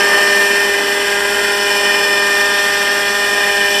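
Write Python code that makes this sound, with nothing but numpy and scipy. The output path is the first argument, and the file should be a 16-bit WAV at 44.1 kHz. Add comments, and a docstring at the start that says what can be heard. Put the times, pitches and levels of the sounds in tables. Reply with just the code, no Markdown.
"""The exhaust of a small two-stroke engine buzzes at about 200 firings a second, a harmonic series shaped by its muffler.
It drives a model helicopter hovering over an asphalt pad. Through a slightly slipping clutch the crankshaft turns
a whining main gear, the main rotor and the tail rotor, all sums of sines locked to one rotation.
The passing blades modulate the buzz; filtered noise gives the exhaust rasp, the gear rattle and a faint downwash."""
import sys
import numpy as np
from scipy import signal
from scipy.fft import rfft, irfft
from scipy.io import wavfile
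from scipy.ndimage import uniform_filter1d, map_coordinates

SR = 44100
rng = np.random.default_rng(int(sys.argv[2]) if len(sys.argv) > 2 else 0)


def store_wav(level_fs):
    """Save 16-bit WAV to argv[1]."""
    pcm = np.round(np.clip(np.atleast_2d(level_fs), -1, 1) * 32767)
    wavfile.write(sys.argv[1], SR, pcm.T.astype(np.int16))


N = 167580
T = np.arange(N) / SR


def from_db(db):
    """Amplitude ratio: 20 dB is a factor of ten in gain."""
    return 10 ** (np.asarray(db) / 20)


def rms_one(x):
    """Power normalization: scale to an rms of 1."""
    return x / np.sqrt(np.mean(x ** 2) + 1e-20)


def in_time(rows):
    """Linear interpolation: each column of a curve table at every sample."""
    time_s, *columns = np.transpose(rows)
    return [np.interp(T, time_s, column) for column in columns]


def swell(db):
    """Amplitude modulation: a level curve in dB as a gain of rms 1, so only its shape counts."""
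    return rms_one(from_db(db))


def drift(rate_hz):
    """Low-passed noise: a smooth random wander of spread 1."""
    step = 40  # samples between the points of the slow noise
    pole = np.exp(-2 * np.pi * rate_hz * step / SR)
    white = rng.standard_normal(N // step + 2002)
    slow = signal.lfilter([1], [1, -2 * pole, pole * pole], white)[2000:]  # drop the filter's start
    slow = rms_one(slow - slow.mean())
    return np.interp(np.arange(N) / step, np.arange(len(slow)), slow)


def tone(turns, db):
    """Pure tone: a sine of the given rms level, its phase counted in turns."""
    return np.sqrt(2) * from_db(db) * np.cos(2 * np.pi * turns)


FADE_DB = 1.5  # spread of the random fading


def levels_in_time(curves, multiples, steady, fade_hz):
    """Harmonic spectrum in time: level in dB of each multiple, from a curve or fading at random around its level."""
    levels = {round(k): db + FADE_DB * drift(fade_hz) for k, db in steady}
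    levels.update(zip(multiples, in_time(curves)))
    return levels


CHOP_DEPTH, CHOP_SHARPNESS = 0.29, 1  # depth before scaling to rms 1


def blade_chop(rotor):
    """Reflection: each of the two passing blades throws back some of the exhaust, a brief rise in gain."""
    passing = np.exp(CHOP_SHARPNESS * (np.cos(2 * np.pi * 2 * rotor) - 1))
    return rms_one(1 + CHOP_DEPTH * passing)


FIRING_JITTER_TURNS, HUNT_TURNS = .002, .002  # fast and slower wander of the firing moment
FIRING_ROUGH = 0.033  # spread in the strength of the puffs
# Steady exhaust harmonics, fading only slightly: multiple of the firing rate, level_db
STEADY_HARMONICS = [(1, -45), (4, -31.5), (8, -28.5), (9, -36.5), (10, -42.5), (11, -64), (13, -40.5),
                    (14, -37.5), (16, -38), (17, -47), (18, -49.5), (19, -57), (20, -53), (21, -42.5),
                    (22, -40), (23, -43), (24, -45), (25, -43), (26, -37), (27, -46), (28, -56), (29, -50),
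                    (30, -57), (31, -50)]
# Exhaust harmonics that swell widely: multiple of the firing rate
SWELLING_MULTIPLES = (2, 3, 5, 6, 7, 12, 15)
# Their swells as the model drifts and turns: time_s, then level_db of harmonics 2, 3, 5, 6, 7, 12, 15
EXHAUST_SWELLS = [(0.0, -22, -27, -50, -25.5, -36.3, -30, -28),
                  (0.29, -22, -25, -33, -28.5, -55, -25.5, -29),
                  (0.58, -22.2, -30, -33.6, -38.0, -31, -24, -34.6),
                  (0.88, -22.5, -28.5, -37.7, -32, -71, -32.5, -33),
                  (1.17, -23, -29, -34, -36, -29.5, -30, -54),
                  (1.46, -22.9, -28.7, -31, -51, -28, -29.5, -32),
                  (1.75, -23, -28, -28.5, -38, -31.5, -23, -28),
                  (2.05, -24, -27.0, -31, -32.1, -40, -23.0, -31),
                  (2.34, -24, -27.3, -32, -28.9, -33, -24.5, -30),
                  (2.63, -27.5, -29, -31, -29, -33, -27.5, -55),
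                  (2.92, -26.5, -29, -37, -29.5, -32, -29, -55),
                  (3.22, -27.2, -28.7, -31.5, -31, -32, -26.0, -56),
                  (3.51, -25, -28, -29.5, -35.0, -40, -24, -37),
                  (3.8, -24.2, -25.5, -34, -54, -49, -23.9, -23.5)]


def exhaust(crank, rotor):
    """Harmonic series and minimum phase: one uneven puff per revolution, made to ring by the muffler's resonances."""
    turns = crank + FIRING_JITTER_TURNS * drift(69) + HUNT_TURNS * drift(16)
    levels = levels_in_time(EXHAUST_SWELLS, SWELLING_MULTIPLES, STEADY_HARMONICS, fade_hz=1)
    means_db = [levels[k].mean() for k in sorted(levels)]
    # The Hilbert transform of the log spectrum gives the delay of each harmonic as a phase in turns
    log_spectrum = np.log(from_db(np.r_[min(means_db), means_db]))
    mirrored = np.r_[log_spectrum, log_spectrum[:0:-1]]
    lags_turns = -signal.hilbert(mirrored).imag / (2 * np.pi)
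    buzz = sum(tone(k * turns + lags_turns[k], db) for k, db in levels.items())
    puff_strength = 1 + FIRING_ROUGH * drift(90)
    return buzz * puff_strength * blade_chop(rotor)


BREAKS_PER_S, BREAK_DB, BREAK_RECOVERY_S = 22, 7, 0.0039  # dB before smoothing and scaling to rms 1


def breaks():
    """Exponential recovery: the whine drops abruptly at random moments and builds up again."""
    starts = rng.random(N) < BREAKS_PER_S / SR
    decay = np.exp(-1 / (BREAK_RECOVERY_S * SR))
    depth = signal.lfilter([1], [1, -decay], starts + 1e-18)
    smooth_depth = uniform_filter1d(np.minimum(depth, 2), size=60)
    return swell(-BREAK_DB * smooth_depth)


RUNOUT_TURNS, GEAR_JITTER_TURNS = 0.0078, 0.006  # regular and random phase swing, in pinion turns
RUNOUT_SWING, GEAR_ROUGH = 0.071, 0.054  # regular and random swing in strength
# Gear tones near a steady level: multiple of the pinion rate, level_db
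STEADY_GEAR_TONES = [(17, -37), (18, -41.5), (19, -45.5), (27, -40.5), (28, -51)]
# Gear tones with large swells: multiple of the pinion rate
WHINE_MULTIPLES = (8, 9, 10, 26)
# Their levels: time_s, then level_db at 8, 9, 10 and 26 times the pinion rate
WHINE_LEVELS = [(0.0, -19, -15.9, -35, -31), (0.25, -49, -14.5, -28, -32), (0.51, -36, -14.5, -34, -45),
                (0.76, -41, -19, -29, -44), (1.01, -36, -24, -29, -44), (1.27, -52, -24.2, -30, -38),
                (1.52, -44, -22, -32.2, -36), (1.77, -30, -20, -40, -28.5), (2.03, -55, -17, -39.3, -27),
                (2.28, -28, -16.5, -35, -28.5), (2.53, -25.5, -17, -45, -60), (2.79, -44, -19.5, -55, -52),
                (3.04, -44, -19.5, -31, -40.6), (3.29, -46, -19, -38, -49), (3.55, -41, -17.5, -32, -54),
                (3.8, -38, -19.5, -45, -40.7)]


def main_gear(pinion, rotor):
    """Tooth meshing: nine meshes per pinion turn, side tones from uneven teeth, a wobble per turn of the large gear."""
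    turns = pinion + RUNOUT_TURNS * np.sin(2 * np.pi * rotor) + GEAR_JITTER_TURNS * drift(56)
    levels = levels_in_time(WHINE_LEVELS, WHINE_MULTIPLES, STEADY_GEAR_TONES, fade_hz=7.5)
    whine = 0
    for k, db in levels.items():
        whine = whine + tone(k * turns + rng.random(), db) * (1 + GEAR_ROUGH * drift(54))
    return whine * breaks() * (1 + RUNOUT_SWING * np.cos(2 * np.pi * rotor))


# Main rotor tones: multiple of the blade rate, level_db
MAIN_ROTOR_TONES = [(1, -50), (2, -53), (3, -58), (4, -52), (5, -51), (6, -50), (7, -46)]
# Tail rotor tones: multiple of the blade rate, level_db
TAIL_ROTOR_TONES = [(1, -42), (2, -45), (3, -46), (4, -44)]


def blades(turns, tones):
    """Blade-passing tones: two blades hum at multiples of twice the turning rate, each swelling at random."""
    hum = 0
    for k, db in tones:
        hum = hum + tone(2 * round(k) * turns + rng.random(), db) * swell(1.4 * drift(2.7))
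    return hum


def earlier(x, turns, count):
    """Cyclic repetition: the sound as it was a number of turns before, silent until then."""
    source = np.interp(turns - count, turns, np.arange(N), left=N - 1)
    return x[np.round(source).astype(int)] * (turns >= count)


GROUND_SHARE, GROUND_DELAY_S = .25, .0019
GROUND_SWAY_S, GROUND_SWAY_HZ = .00012, .4


def over_ground(x):
    """Comb filtering: the asphalt adds a reflection whose delay wanders as the model rises and sinks."""
    delay_s = GROUND_DELAY_S + GROUND_SWAY_S * drift(GROUND_SWAY_HZ)
    return x + GROUND_SHARE * map_coordinates(x, [(T - delay_s) * SR], order=3)


CHATTER_PER_S, CHATTER_DB, CHATTER_BUILD_S = 20, 5, .03


def chatter():
    """Relaxation: the frame's rattle collapses at random moments and builds up again; change of level in dB."""
    collapses = rng.random(N) < CHATTER_PER_S / SR
    age_s = T - np.maximum.accumulate(np.where(collapses, T, -1))
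    return uniform_filter1d(-CHATTER_DB * np.exp(-age_s / CHATTER_BUILD_S), size=80)


RASP_DB, RASP_LOW_HZ = -18, 213  # overall level, low cutoff
RASP_PULSING = 0.045  # swing once per firing
RASP_PER_TURN, RASP_FLUTTER = 0.067, 0.043  # swing once and four times per rotor turn
RASP_FLICKER_DB = 0.51
# Shares of the noise that recur after one and two crank turns and one rotor turn
REPEAT_ONE_TURN, REPEAT_TWO_TURNS, REPEAT_ROTOR_TURN = 0.051, 0.043, 0.11
# Resonances of muffler and frame: pitch_hz, relative level_db per Hz
RASP_COLOUR = [(230,-9.5), (330,-9), (600,-12.5), (760,-8), (900,-5.5), (1100,-12), (1300,-11), (1480,-10),
               (1620,-2), (1720,-5), (1830,-0.5), (1950,-9.5), (2080,-7), (2200,-15), (2330,-10), (2420,-6),
               (2520,-8), (2850,-10), (3000,-3), (3250,-11.5), (3450,-9), (3900,-20.5), (4450,-13),
               (4950,-18.5), (5270,-8), (5600,-10.5), (5800,-13.5), (6550,-25.5), (7000,-22), (7300,-14.5),
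               (7700,-14), (8150,-18), (8350,-19), (8720,-18.5), (9050,-18), (9550,-18), (10200,-27),
               (10800,-23), (11250,-29.5), (11850,-22.5), (12450,-20.5), (13000,-23), (13400,-31),
               (13900,-40)]
# Borders between the six frequency ranges: pitch_hz
RANGE_BORDERS = [1400, 2200, 3200, 3700, 6500]
# Swells of five ranges, only their shape counts: time_s, then level_db low, low middle, middle, treble, top
RANGE_LEVELS = [(0.0, -19, -18, -14, -21, -24.5), (0.15, -17, -16.5, -14.5, -23.5, -24.5),
                (0.3, -19.5, -19, -16, -21.5, -24.4), (0.5, -21, -19.5, -15, -23, -24.4),
                (0.8, -21, -19, -18.5, -24.5, -26.5), (1.1, -23.5, -18.5, -18, -25.5, -25.7),
                (1.4, -21.5, -17.5, -17, -26, -25.5), (1.65, -24, -20.5, -17.5, -23.5, -25.5),
                (1.92, -21, -18.5, -14.5, -24, -25), (2.15, -22, -23, -19.5, -25.5, -26),
                (2.4, -22.5, -22.5, -18, -23.5, -26), (2.8, -23.5, -19, -17.5, -23.5, -26),
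                (3.15, -25, -22, -19.5, -24.5, -26.5), (3.42, -22.5, -18.5, -17, -24.5, -26),
                (3.6, -25.3, -22, -17, -25, -25.9), (3.8, -23.5, -19.5, -16.5, -21, -25.0)]
# Swell of the range from 3200 to 3700 Hz, only its shape counts: time_s, level_db
EDGE_LEVELS = [(0.05, -34), (0.07, -33), (1.29, -31.5), (2.58, -26.5), (3.67, -30), (3.72, -26)]


def rasp(crank, rotor):
    """Resonance filtering: gas and rattle noise coloured by muffler and frame, pulsing with firings and rotor."""
    hz = np.fft.rfftfreq(N, 1 / SR) + 1
    points_hz, points_db = np.transpose(RASP_COLOUR)
    colour = from_db(np.interp(np.log(hz), np.log(points_hz), points_db))
    colour = colour / np.sqrt(1 + (RASP_LOW_HZ / hz) ** 12)

    white = rng.standard_normal(N)
    one_turn = REPEAT_ONE_TURN * earlier(white, crank, count=1)
    two_turns = REPEAT_TWO_TURNS * earlier(white, crank, count=2)
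    white = white + one_turn + two_turns
    white = white + REPEAT_ROTOR_TURN * earlier(white, rotor, count=1)
    coloured = irfft(rfft(over_ground(white)) * colour, N)
    spectrum = rfft(rms_one(coloured))

    low, low_middle, middle, treble, top = in_time(RANGE_LEVELS)
    edge, = in_time(EDGE_LEVELS)
    range_of_bin = np.searchsorted(RANGE_BORDERS, hz)
    noise = 0
    for k, db in enumerate((low, low_middle + chatter(), middle, edge, treble, top)):
        band = irfft(spectrum * (range_of_bin == k), N)
        noise = noise + band * swell(db + RASP_FLICKER_DB * drift(20))

    pulsing = 1 + RASP_PULSING * np.cos(2 * np.pi * crank)
    flutter = 1 + RASP_PER_TURN * np.cos(2 * np.pi * rotor) + RASP_FLUTTER * np.cos(2 * np.pi * 4 * rotor)
    high_pass = signal.butter(4, RASP_LOW_HZ, "high", fs=SR, output="sos")
    return from_db(RASP_DB) * signal.sosfilt(high_pass, noise * pulsing * flutter)


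WASH_DB, WASH_LOW_HZ, WASH_TOP_HZ = -52, 50, 220


def downwash():
    """Turbulence noise: band-passed white noise as a faint low rush of air."""
    band_pass = signal.butter(2, [WASH_LOW_HZ, WASH_TOP_HZ], "band", fs=SR, output="sos")
    return from_db(WASH_DB) * rms_one(signal.sosfilt(band_pass, rng.standard_normal(N)))


CLUTCH_SLIP = .0022  # share of the engine speed lost
PINION_TEETH, GEAR_TEETH = 9, 84
TAIL_RATIO = 4.85  # tail rotor turns per main rotor turn
# Engine speed: time_s, revolutions per s
ENGINE_SPEED = [(0.15, 200.98), (0.47, 200.96), (0.6, 201.51), (0.74, 201.03), (0.91, 201.17),
                (0.98, 201.89), (1.06, 201.64), (1.38, 202.72), (1.58, 202.58), (1.74, 202.21),
                (1.88, 202.31), (2.25, 201.5), (2.47, 201.91), (2.76, 201.5), (3.08, 201.91),
                (3.38, 202.65), (3.66, 201.24), (3.8, 201.5)]


def scene():
    """Gear ratios: the crankshaft drives everything through the clutch and the gears."""
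    speed, = in_time(ENGINE_SPEED)
    crank = np.cumsum(speed) / SR  # turns so far
    pinion = crank * (1 - CLUTCH_SLIP)
    rotor = pinion * PINION_TEETH / GEAR_TEETH
    engine = exhaust(crank, rotor)
    gear = main_gear(pinion, rotor)
    rotors = blades(rotor, MAIN_ROTOR_TONES) + blades(rotor * TAIL_RATIO, TAIL_ROTOR_TONES)
    mix = engine + gear + rotors + rasp(crank, rotor) + downwash()
    return mix[None]


HEADROOM, CUTOFF_HZ = .92, 13900


def record(dry):
    """Saturation and low-pass filtering: the highest peaks are rounded and the top is cut steeply."""
    rounded = dry / (1 + (dry / HEADROOM) ** 10) ** (1 / 10)
    low_pass = signal.ellip(12, .1, 90, CUTOFF_HZ, fs=SR, output="sos")  # ripple and stop-band in dB
    return signal.sosfilt(low_pass, rounded)


dry = scene()
out = record(dry)
store_wav(out)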